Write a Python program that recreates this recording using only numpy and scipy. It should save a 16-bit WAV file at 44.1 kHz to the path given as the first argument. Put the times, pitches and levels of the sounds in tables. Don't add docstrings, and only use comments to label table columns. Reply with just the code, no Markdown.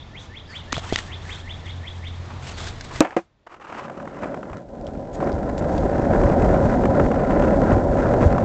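import sys
import numpy as np
from scipy import signal
from scipy.fft import rfft, irfft
from scipy.io import wavfile
from scipy.ndimage import uniform_filter1d

SR = 44100
rng = np.random.default_rng(int(sys.argv[2]) if len(sys.argv) > 2 else 0)


def store_wav(level_fs):
    pcm = np.round(np.clip(np.atleast_2d(level_fs), -1, 1) * 32767)
    wavfile.write(sys.argv[1], SR, pcm.T.astype(np.int16))


N = 372204

# f/Hz, level/dB
RUSTLE_COLOUR = [(400, 4.5), (1500, 7.5), (2600, 2), (3800, 2), (5200, -0.5), (6800, -1), (8500, 0.5)]
# t/s, level/dB, lowest bending tone under that load f/Hz,
# rattle level/dB, ring length (share of full length), slap level/dB; the last two levels are relative
LANDINGS = [(3.0055, -5, 309, -9.5, 0.73, 5), (3.047, -33, 328, 6, 1, -12), (3.071, -40, 333, -9, 0.94, -7),
            (3.106, -58, 330, 17.5, 0.68, 3), (3.122, -46.5, 328, 7.5, 1, -12),
            (3.1651, -8, 337.6, -16, 0.6, -23.5), (3.1693, -9.5, 315, -11, 0.12, -30.5),
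            (3.187, -28, 360, -3.5, 0.32, -17)]
ROLL_START_S = 3.33


def undb(db):
    return 10 ** (np.asarray(db) / 20)


def unit(x):
    return x / np.sqrt(np.mean(x ** 2))


def curves(table):
    s, *columns = np.transpose(table)
    return [np.interp(np.arange(N) / SR, s, column) for column in columns]


def since(start):
    return np.clip((np.arange(N) / SR - start) / 0.28, 0, 1)


def add(out, start, sound):
    i = int(start * SR)
    a, b = max(i, 0), min(i + len(sound), N)
    if b > a:
        out[a:b] += sound[a - i:b - i]


def colour(x, points, size=4096):
    hz, db = np.transpose(points)
    grid = np.maximum(np.arange(size // 2 + 1) * SR / size, 1)
    gain = undb(np.interp(np.log(grid), np.log(hz), db))
    cepstrum = irfft(np.log(gain))
    cepstrum[1:size // 2] *= 2
    cepstrum[size // 2 + 1:] = 0
    response = irfft(np.exp(rfft(cepstrum)))
    return signal.fftconvolve(x, response)[:len(x)]


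def resonance(x, hz, width_hz):
    return signal.lfilter(*signal.iirpeak(hz, hz / width_hz, fs=SR), x)


def walk(rate):
    k = max(int(SR / rate), 1)
    steps = np.repeat(rng.standard_normal(N // k + 1), k)
    return unit(uniform_filter1d(steps, k)[:N])


def grains(rate, spread_db):
    hit = rng.random(N) < rate / SR
    size = undb(spread_db * np.minimum(rng.exponential(size=N), 4))
    sign = rng.choice([-1, 1], N)
    return unit(hit * size * sign / np.sqrt(rate))


def plateaus(table, edge_s):
    t = np.arange(N) / SR
    return sum(height * np.clip(.5 + np.minimum(t - s, s + length - t) / edge_s, 0, 1)
               for s, length, height in table)


def swell(count):
    return np.sin(np.linspace(0, np.pi, count))


def strokes(table):
    pressure = np.zeros(N)
    for s, length, db in table:
        add(pressure, s, undb(db) * swell(int(length * SR)))
    return pressure


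def pace():
    # t/s, speed/(m/s)
    speed_points = [(3.5, 0.36), (3.85, 0.71), (4.35, 0.93), (4.63, 0.83), (4.85, 1.47), (5.12, 1.46),
                    (5.35, 2.24), (5.52, 2.23), (6.2, 3.16), (6.85, 3.2), (7.2, 2.91), (7.68, 3.4),
                    (7.86, 2.89), (8.12, 3.28), (8.44, 2.93)]
    cruise_m_s = 3
    return np.maximum(curves(speed_points)[0] / cruise_m_s, .01)


def street():
    # t/s, level/dB
    air_levels = [(0, -43), (.6, -40.5), (1.1, -37), (2.4, -38), (3.0, -36.5), (3.04, -54.5), (3.22, -58),
                  (3.35, -62.5), (8.44, -67)]
    # f/Hz, level/dB
    air_colour = [(12, -34), (20, -4.5), (90, -2), (164, -9), (437, -17.5), (903, -18), (1610, -25.5),
                  (1870, -24.5), (2860, -30), (3500, -28), (4490, -33.5), (7060, -40.5), (8000, -49),
                  (10400, -68), (17600, -120)]
    # t/s, second harmonic relative level/dB, third harmonic relative level/dB
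    engine_levels = [(0, -47, -47.5), (.3, -39.5, -54), (1.2, -34, -61), (1.75, -30.5, -40),
                     (1.95, -35, -46), (2.2, -27, -39), (2.45, -38.5, -37.5), (2.65, -33, -41.5),
                     (3.0, -60, -39), (3.06, -77, -72)]
    engine_hz = 43.5
    air_db, = curves(air_levels)
    air = unit(colour(rng.standard_normal(N), air_colour)) * undb(air_db + 1.3 * walk(5.9))
    second_db, third_db = curves(engine_levels)
    phase = 2 * np.pi * np.cumsum(engine_hz * (1 + 0.011 * walk(14))) / SR
    hum = undb(second_db) * np.sin(2 * phase) + undb(third_db) * np.sin(3 * phase)
    return air + np.sqrt(2) * hum * undb(-5.0 + 2 * walk(16))


def whistle(shape):
    s, hz, db = np.transpose(shape)
    t = np.arange(s[0], s[-1], 1 / SR)
    pitch = np.interp(t, s, hz) * (1 + 0.005 * rng.standard_normal())
    return np.sin(2 * np.pi * np.cumsum(pitch) / SR) * undb(np.interp(t, s, db))


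def song():
    note_count, start_s, gap_s, hurry_s_per_note = 12, -0.023, .1935, 0.00089
    song_db, soft_start_db, crescendo_s = -33.5, -8, 0.93
    k = np.arange(note_count)
    elapsed = k * (gap_s - hurry_s_per_note * k / 2)
    levels_db = song_db + soft_start_db * np.maximum(1 - elapsed / crescendo_s, 0)
    return zip(start_s + elapsed, levels_db)


def scatter(note, fade):
    paths = fade * rng.standard_normal(len(fade))
    return signal.fftconvolve(note, paths / np.linalg.norm(paths))


def birds():
    # t from mid sweep/s, f/Hz, relative level/dB
    sweep = [(-.075, 1680, -25), (-.056, 1750, -12.5), (-.036, 1810, -12.5), (-.024, 1950, -5),
             (-.012, 2220, -3.5), (-.005, 2600, -7.5), (0, 3060, -4), (.012, 3420, 2), (0.021, 3740, -4.5),
             (.027, 4100, -12)]
    # t/s, length/s, start f/Hz, end f/Hz, level/dB
    slurs = [(0.47, 0.021, 4450, 5380, -54), (0.49, 0.02, 4280, 5500, -49), (0.503, .036, 4630, 4200, -47),
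             (0.577, 0.038, 3450, 2630, -46), (1.349, .05, 4390, 4050, -51),
             (1.649, 0.029, 3900, 2754, -41), (2.536, 0.022, 4640, 4080, -42)]
    # delay/s, relative level/dB
    houses = [(.011, -7.5), (.034, -7), (.083, -13)]
    # t/s, relative level/dB
    direct_levels = [(0, -7), (.15, 2), (.55, 0), (.76, 3), (.95, 2.5), (1.12, -2), (1.7, -2), (2.1, -7)]
    note_spread_db, scatter_db, far_db = 1.5, -1, -14
    trees_t60_s, far_t60_s, house_t60_s = 0.08, 0.7, 0.035
    t = np.arange(SR // 2) / SR
    notes = []
    for s, db in song():
        gain = undb(db + note_spread_db * rng.standard_normal())
        notes.append((s + sweep[0][0], gain * whistle(sweep)))
    for s, length, start_hz, end_hz, db in slurs:
        slur = whistle([(0, start_hz, db), (length, end_hz, db)])
        notes.append((s, slur * swell(len(slur))))
    open_fade = undb(-60 * t / trees_t60_s) + undb(far_db - 60 * t / far_t60_s)
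    house_fade = undb(-60 * t / house_t60_s)
    direct, echoes = np.zeros((2, N))
    for s, note in notes:
        add(direct, s, note)
        add(echoes, s, undb(scatter_db) * scatter(note, open_fade))
        for delay, db in houses:
            add(echoes, s + delay, undb(db) * scatter(note, house_fade))
    return direct * undb(curves(direct_levels)[0]) + echoes


def wind():
    # t/s, length/s, extra level/dB
    gusts = [(4.5, 0.063, 14), (4.84, 0.37, 2), (5.32, 0.041, 6), (5.77, 0.079, 5.5), (6.17, 0.12, 5),
             (6.38, 0.15, 5.5), (6.62, 0.096, 6.5), (7.01, 0.074, 6), (7.72, 0.07, 5.5), (8.25, 0.031, 12)]
    # f/Hz, level/dB
    wind_colour = [(15, -14.5), (35, 2), (70, 3.5), (110, 0.5), (200, -16), (500, -52.5)]
    cruise_db, growth_db = -25, 47
    gust_edge_s = 0.019
    wind_db = cruise_db + growth_db * np.log10(pace()) + plateaus(gusts, gust_edge_s)
    eddies = unit(colour(rng.standard_normal(N), wind_colour))
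    return eddies * undb(wind_db + 0.7 * walk(15)) * since(ROLL_START_S)


def leash():
    # t/s, length/s, level/dB, rasp f/Hz (set by the pull)
    rubs = [(0.171, 0.12, -48, 6000), (0.468, 0.15, -47.5, 1462), (0.71, 0.11, -38, 3500),
            (0.789, 0.3, -37, 2970), (0.918, 0.11, -43, 3430), (1.217, 0.22, -43.5, 1755),
            (2.408, 0.15, -39.5, 2700), (2.543, 0.19, -36.5, 3550), (2.696, 0.26, -51, 3900),
            (2.896, 0.17, -40, 1860), (5.124, 0.043, -45, 6900), (5.195, 0.14, -55, 5500),
            (5.57, 0.033, -40.5, 7100), (5.658, 0.18, -49, 6500)]
    # t/s, tone start level/dB, ring f/Hz, time to fade by 60 dB/s, relative scratch level/dB
    clicks = [(0.7234, -25.5, 3540, 0.033, 6.5), (0.7275, -7.5, 1210, 0.0054, 1),
              (0.7303, -17.5, 261, 0.021, -23), (0.7436, -16, 2200, 0.0033, -5),
              (.767, -13, 1276, 0.0048, -5), (0.772, -16.5, 132, 0.035, -23),
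              (0.7796, -17.5, 670, 0.02, -6), (0.9251, -1.5, 400, 0.0086, -20),
              (.9265, -14.5, 620, 0.02, -27), (0.932, -19.5, 87, 0.1, -7), (0.959, -8.5, 1980, 0.0087, 5),
              (.988, -14, 1840, 0.0091, -2.5), (1.251, -33, 1910, .02, -5), (2.603, -30, 1205, 0.03, 4),
              (2.673, -29, 1650, 0.032, 1), (2.683, -30.5, 3810, 0.019, 8.5), (2.809, -27, 1630, 0.019, 5),
              (2.959, -31.5, 1990, .03, 1), (3.1076, -27, 1750, 0.012, -15), (4.57, -46.5, 4100, 0.011, 12),
              (4.812, -48, 5060, .008, 8), (4.868, -41.5, 3270, 0.0099, 8.5), (4.876, -45, 3270, .008, 6),
              (5.244, -44, 5000, .008, 6), (5.319, -42.5, 4500, .01, 11), (5.328, -42, 4550, 0.0063, 10),
              (5.58, -39, 4500, 0.0074, 12), (5.779, -41, 4700, 0.028, 11.5)]
    # f/Hz, level/dB
    scratch_colour = [(100, -2.5), (700, -12), (1800, -3.5), (3300, 2), (6200, -3), (8000, -12)]
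    sleeve_db, sleeve_start_s = -54, 0.53
    rasp_db, rasp_width_hz = 2, 590
    flicker_db, flicker_rate = 2.5, 90
    slips = unit(colour(grains(7000, 3.2), RUSTLE_COLOUR))
    out = slips * undb(sleeve_db) * since(sleeve_start_s) * (1 - since(LANDINGS[0][0]))
    for s, length, db, hz in rubs:
        rub = slips[int(s * SR):int((s + length) * SR)]
        rasp = unit(rub + undb(rasp_db) * resonance(rub, hz, rasp_width_hz))
        add(out, s, undb(db) * rasp * swell(len(rub)))
    out = out * undb(flicker_db * walk(flicker_rate))
    t = np.arange(int(.08 * SR)) / SR
    for s, db, hz, t60, scratch_db in clicks:
        scratch = unit(colour(rng.standard_normal(len(t)), scratch_colour))
        tone = np.sin(2 * np.pi * hz * t)
        add(out, s, undb(db - 60 * t / t60) * (tone + 0.58 * undb(scratch_db) * scratch))
    return out


def shoe():
    # t/s, length/s, level/dB
    scuffs = [(0.81, 0.089, -40), (2.22, 0.21, -43.5), (2.88, 0.11, -40), (3.464, 0.016, -40.5),
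              (3.47, 0.14, -47), (3.533, 0.026, -46), (3.596, 0.045, -41.5), (3.637, 0.035, -39.5),
              (3.667, 0.054, -37.5), (3.69, 0.2, -35), (3.86, 0.23, -49), (4.05, 0.33, -46.5)]
    # f/Hz, level/dB
    scuff_colour = [(80, -29.5), (300, -5), (500, -3), (750, 0), (1150, 4), (1550, -4), (2900, -12.5),
                    (3600, -22), (7500, -28)]
    grains_per_s, spread_db = 2400, 0.5
    scrape = colour(grains(grains_per_s, spread_db), scuff_colour)
    humming = unit(scrape + 2.4 * resonance(scrape, 340, 30))
    return strokes(scuffs) * humming * undb(2.0 * walk(60))


def board():
    # f/Hz, level/dB, full time to fade by 60 dB/s
    deck = [(190, -22.5, 0.2), (499, -4, 0.079), (554.5, -2.5, 0.099), (780, -17.5, 0.11),
            (1080, -16, 0.071), (1150, -17.5, 0.021), (1220, -20, 0.061), (1400, -24.5, 0.024),
            (1630, -24.5, .14), (1710, -24.5, 0.08), (2040, -31.5, 0.1), (2580, -33.5, 0.05)]
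    # t/s, knock level/dB, crunch level/dB
    stones = [(3.469, -58, -39), (3.598, -54, -40), (3.668, -44, -37), (3.687, -48, -42), (3.723, -34, -29),
              (3.747, -35, -31), (3.772, -46, -37), (3.88, -42, -32), (3.896, -42, -29.5),
              (3.911, -27, -50), (3.948, -30, -50), (3.975, -26, -34), (3.999, -40, -32.5),
              (4.025, -45, -38), (4.053, -38, -35), (4.074, -38, -31.5), (4.145, -38, -38),
              (4.211, -38, -37), (4.221, -31, -29), (4.232, -20, -25), (4.241, -25, -28), (4.257, -22, -40),
              (4.32, -32, -40), (4.342, -22, -28.5), (4.371, -25, -36), (4.429, -38, -31.5),
              (4.497, -32, -36), (4.529, -37, -29.5), (4.885, -29, -42), (4.95, -33, -39),
              (5.023, -25, -54), (5.05, -29, -53), (5.092, -28, -52), (5.202, -38, -29),
              (5.226, -10.5, -27), (5.27, -19, -28), (5.832, -25, -33), (5.994, -12, -32),
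              (6.059, -18, -40), (6.111, -13, -33), (6.133, -12, -26), (6.235, -11, -23), (6.297, -17, -24),
              (6.5, -4, -42), (6.542, -26, -23.5), (6.835, -15, -25), (6.853, -9.5, -19.5),
              (6.997, -13, -19), (7.061, -15, -26), (7.114, -20, -23), (7.157, -24, -26.5),
              (7.194, -24, -28), (7.305, -23, -20.5), (7.372, -9, -32), (7.421, -24, -21),
              (7.436, -22, -24), (7.481, -23, -28), (7.717, -10, -22), (7.763, -10, -38),
              (8.137, -19, -22.5), (8.227, -27, -20.5), (8.38, -30, -21.5)]
    # f/Hz, level/dB
    rattle_colour = [(150, -4.5), (400, 9), (900, 13.5), (1650, 3.5), (2500, 0.5), (4000, -21.5),
                     (7500, -28.5)]
    # f/Hz, level/dB
    stone_colour = [(150, -29.5), (450, 2.5), (1000, 8), (1450, 2), (1900, -4.5), (2300, -8), (3000, -15.5),
                    (4000, -27.5), (7000, -27.5)]
    bend_t60_s = 0.13
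    second_ratio, second_db, second_t60_s = 2.17, -7.5, 0.13
    slap_s, crack_db, crack_s = 0.0013, -35.5, 0.022
    thud_hz, thud_db, thud_s = 278, 1.5, 0.0048
    loaded_bend_hz, loaded_length = 344, 0.2
    stone_peak_s = 0.0023
    t = np.arange(int(.4 * SR)) / SR
    out = np.zeros(N)

    def ring(bend_hz, length):
        bends = [(bend_hz, 0, bend_t60_s), (second_ratio * bend_hz, second_db, second_t60_s)]
        total = 0
        for k, (hz, db, t60) in enumerate(bends + list(deck)):
            fade = undb(-60 * t / (t60 * length))
            total = total + undb(db) * np.sin(2 * np.pi * hz * t) * fade * (-1) ** k
        return total

    loose = unit(colour(grains(4400, 3.6), rattle_colour))
    for s, db, bend_hz, rattle_db, length, slap_db in LANDINGS:
        rattle = np.roll(loose, -int(s * SR))[:len(t)] * undb(rattle_db - 60 * t / (0.16 * length))
        crack_fade = undb(slap_db) * np.exp(-t / slap_s) + undb(crack_db) * np.exp(-t / crack_s)
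        crack = rng.standard_normal(len(t)) * crack_fade
        add(out, s, undb(db) * (ring(bend_hz, length) + rattle + crack))
    thud = undb(thud_db) * np.sin(2 * np.pi * thud_hz * t) * np.exp(-t / thud_s)
    add(out, LANDINGS[0][0], thud)
    knock = ring(loaded_bend_hz, loaded_length)
    crush = np.zeros(N)
    crush_shape = t / stone_peak_s * np.exp(1 - t / stone_peak_s)
    for s, knock_db, crunch_db in stones:
        add(out, s, undb(knock_db) * knock)
        add(crush, s, undb(crunch_db) * crush_shape)
    out = out + crush * unit(colour(grains(6000, 1.4), stone_colour))
    return signal.sosfilt(signal.butter(3, 115, "high", fs=SR, output="sos"), out)


def wheels():
    # t/s, length/s, extra crunch level/dB
    patches = [(3.7, 0.92, 17.5), (4.21, 0.054, 10), (5.19, 0.11, 9.5), (5.66, 0.19, 2), (6.1, 0.11, 4.5),
               (6.4, 0.13, 2.5), (6.94, 0.12, 3.5), (7.37, 0.13, 5), (7.69, 0.046, 6), (8.2, 0.059, 7)]
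    # f/Hz, level/dB
    rumble_colour = [(53, -29), (90, -14), (136, 0), (237, 2), (445, -4), (572, 1), (643, -3), (778, -4.5),
                     (875, -14), (1010, -11), (1120, -24), (1320, -27), (1600, -30), (3000, -53.5),
                     (3900, -78), (6600, -120)]
    # f/Hz, level/dB
    crunch_colour = [(80, -49.5), (500, -10), (800, -7.5), (1000, 6.5), (1160, -2.5), (1350, 5.5),
                     (1650, -1), (2050, -7), (2300, -17), (3400, -35), (7000, -36)]
    rumble_db, rumble_growth_db = -19, 43.5
    crunch_db, crunch_growth_db = -38.5, 53.5
    hiss_db, hiss_growth_db = -48.5, 28.5
    rumble_share, hiss_share, patch_edge_s = 0.45, 0.41, 0.071
    pebbles_per_s, pebble_spread_db, chatter_s = 110, 0.4, 0.0028
    grit_mix_db, pebble_mix_db, spit_mix_db = -1, -5.5, -12
    cluster_db, cluster_rate = 1.5, 16
    speed = pace()
    decades = np.log10(speed)
    coarse_db = plateaus(patches, patch_edge_s)
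    texture = walk(55)

    body = colour(grains(5000 * speed, 1.92), rumble_colour)
    body = body + 0.57 * resonance(body, 556.0, 22) - 1.1 * resonance(body, 1120, 110)
    rumble_level = rumble_db + rumble_growth_db * decades + rumble_share * coarse_db + 0.83 * texture
    rumble = unit(body) * undb(rumble_level)

    grit = unit(colour(grains(3500 * speed, 2.4), crunch_colour))
    pebbles = np.abs(grains(pebbles_per_s * speed, pebble_spread_db))
    chatter = unit(signal.lfilter([1], [1, -np.exp(-1 / (chatter_s * SR))], pebbles))
    ticks = chatter * unit(grit + 1.9 * resonance(grit, 2640, 530))
    crunch = undb(grit_mix_db) * grit + undb(pebble_mix_db) * ticks
    crunch_level = crunch_db + crunch_growth_db * decades + coarse_db + 0.5 * texture
    crunch = crunch * undb(crunch_level + cluster_db * walk(cluster_rate))

    fine = colour(grains(9000, 5.7), RUSTLE_COLOUR)
    peel = unit(fine * (1 + undb(spit_mix_db) * chatter))
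    hiss = peel * undb(hiss_db + hiss_growth_db * decades + hiss_share * coarse_db + 0.6 * texture)
    return (rumble + crunch + hiss) * since(ROLL_START_S)


def scene():
    return (street() + birds() + wind() + leash() + shoe() + board() + wheels())[None]


def record(dry):
    soft_limit, overload = 1.15, .71
    band_hz, top_hz = 7700, 16000
    rounded = soft_limit * np.tanh(dry / soft_limit)
    narrow = signal.sosfilt(signal.butter(18, band_hz, fs=SR, output="sos"), rounded)
    clipped = np.clip(narrow, -overload, overload)
    return signal.sosfilt(signal.ellip(8, .2, 70, top_hz, fs=SR, output="sos"), clipped)


dry = scene()
out = record(dry)
store_wav(out)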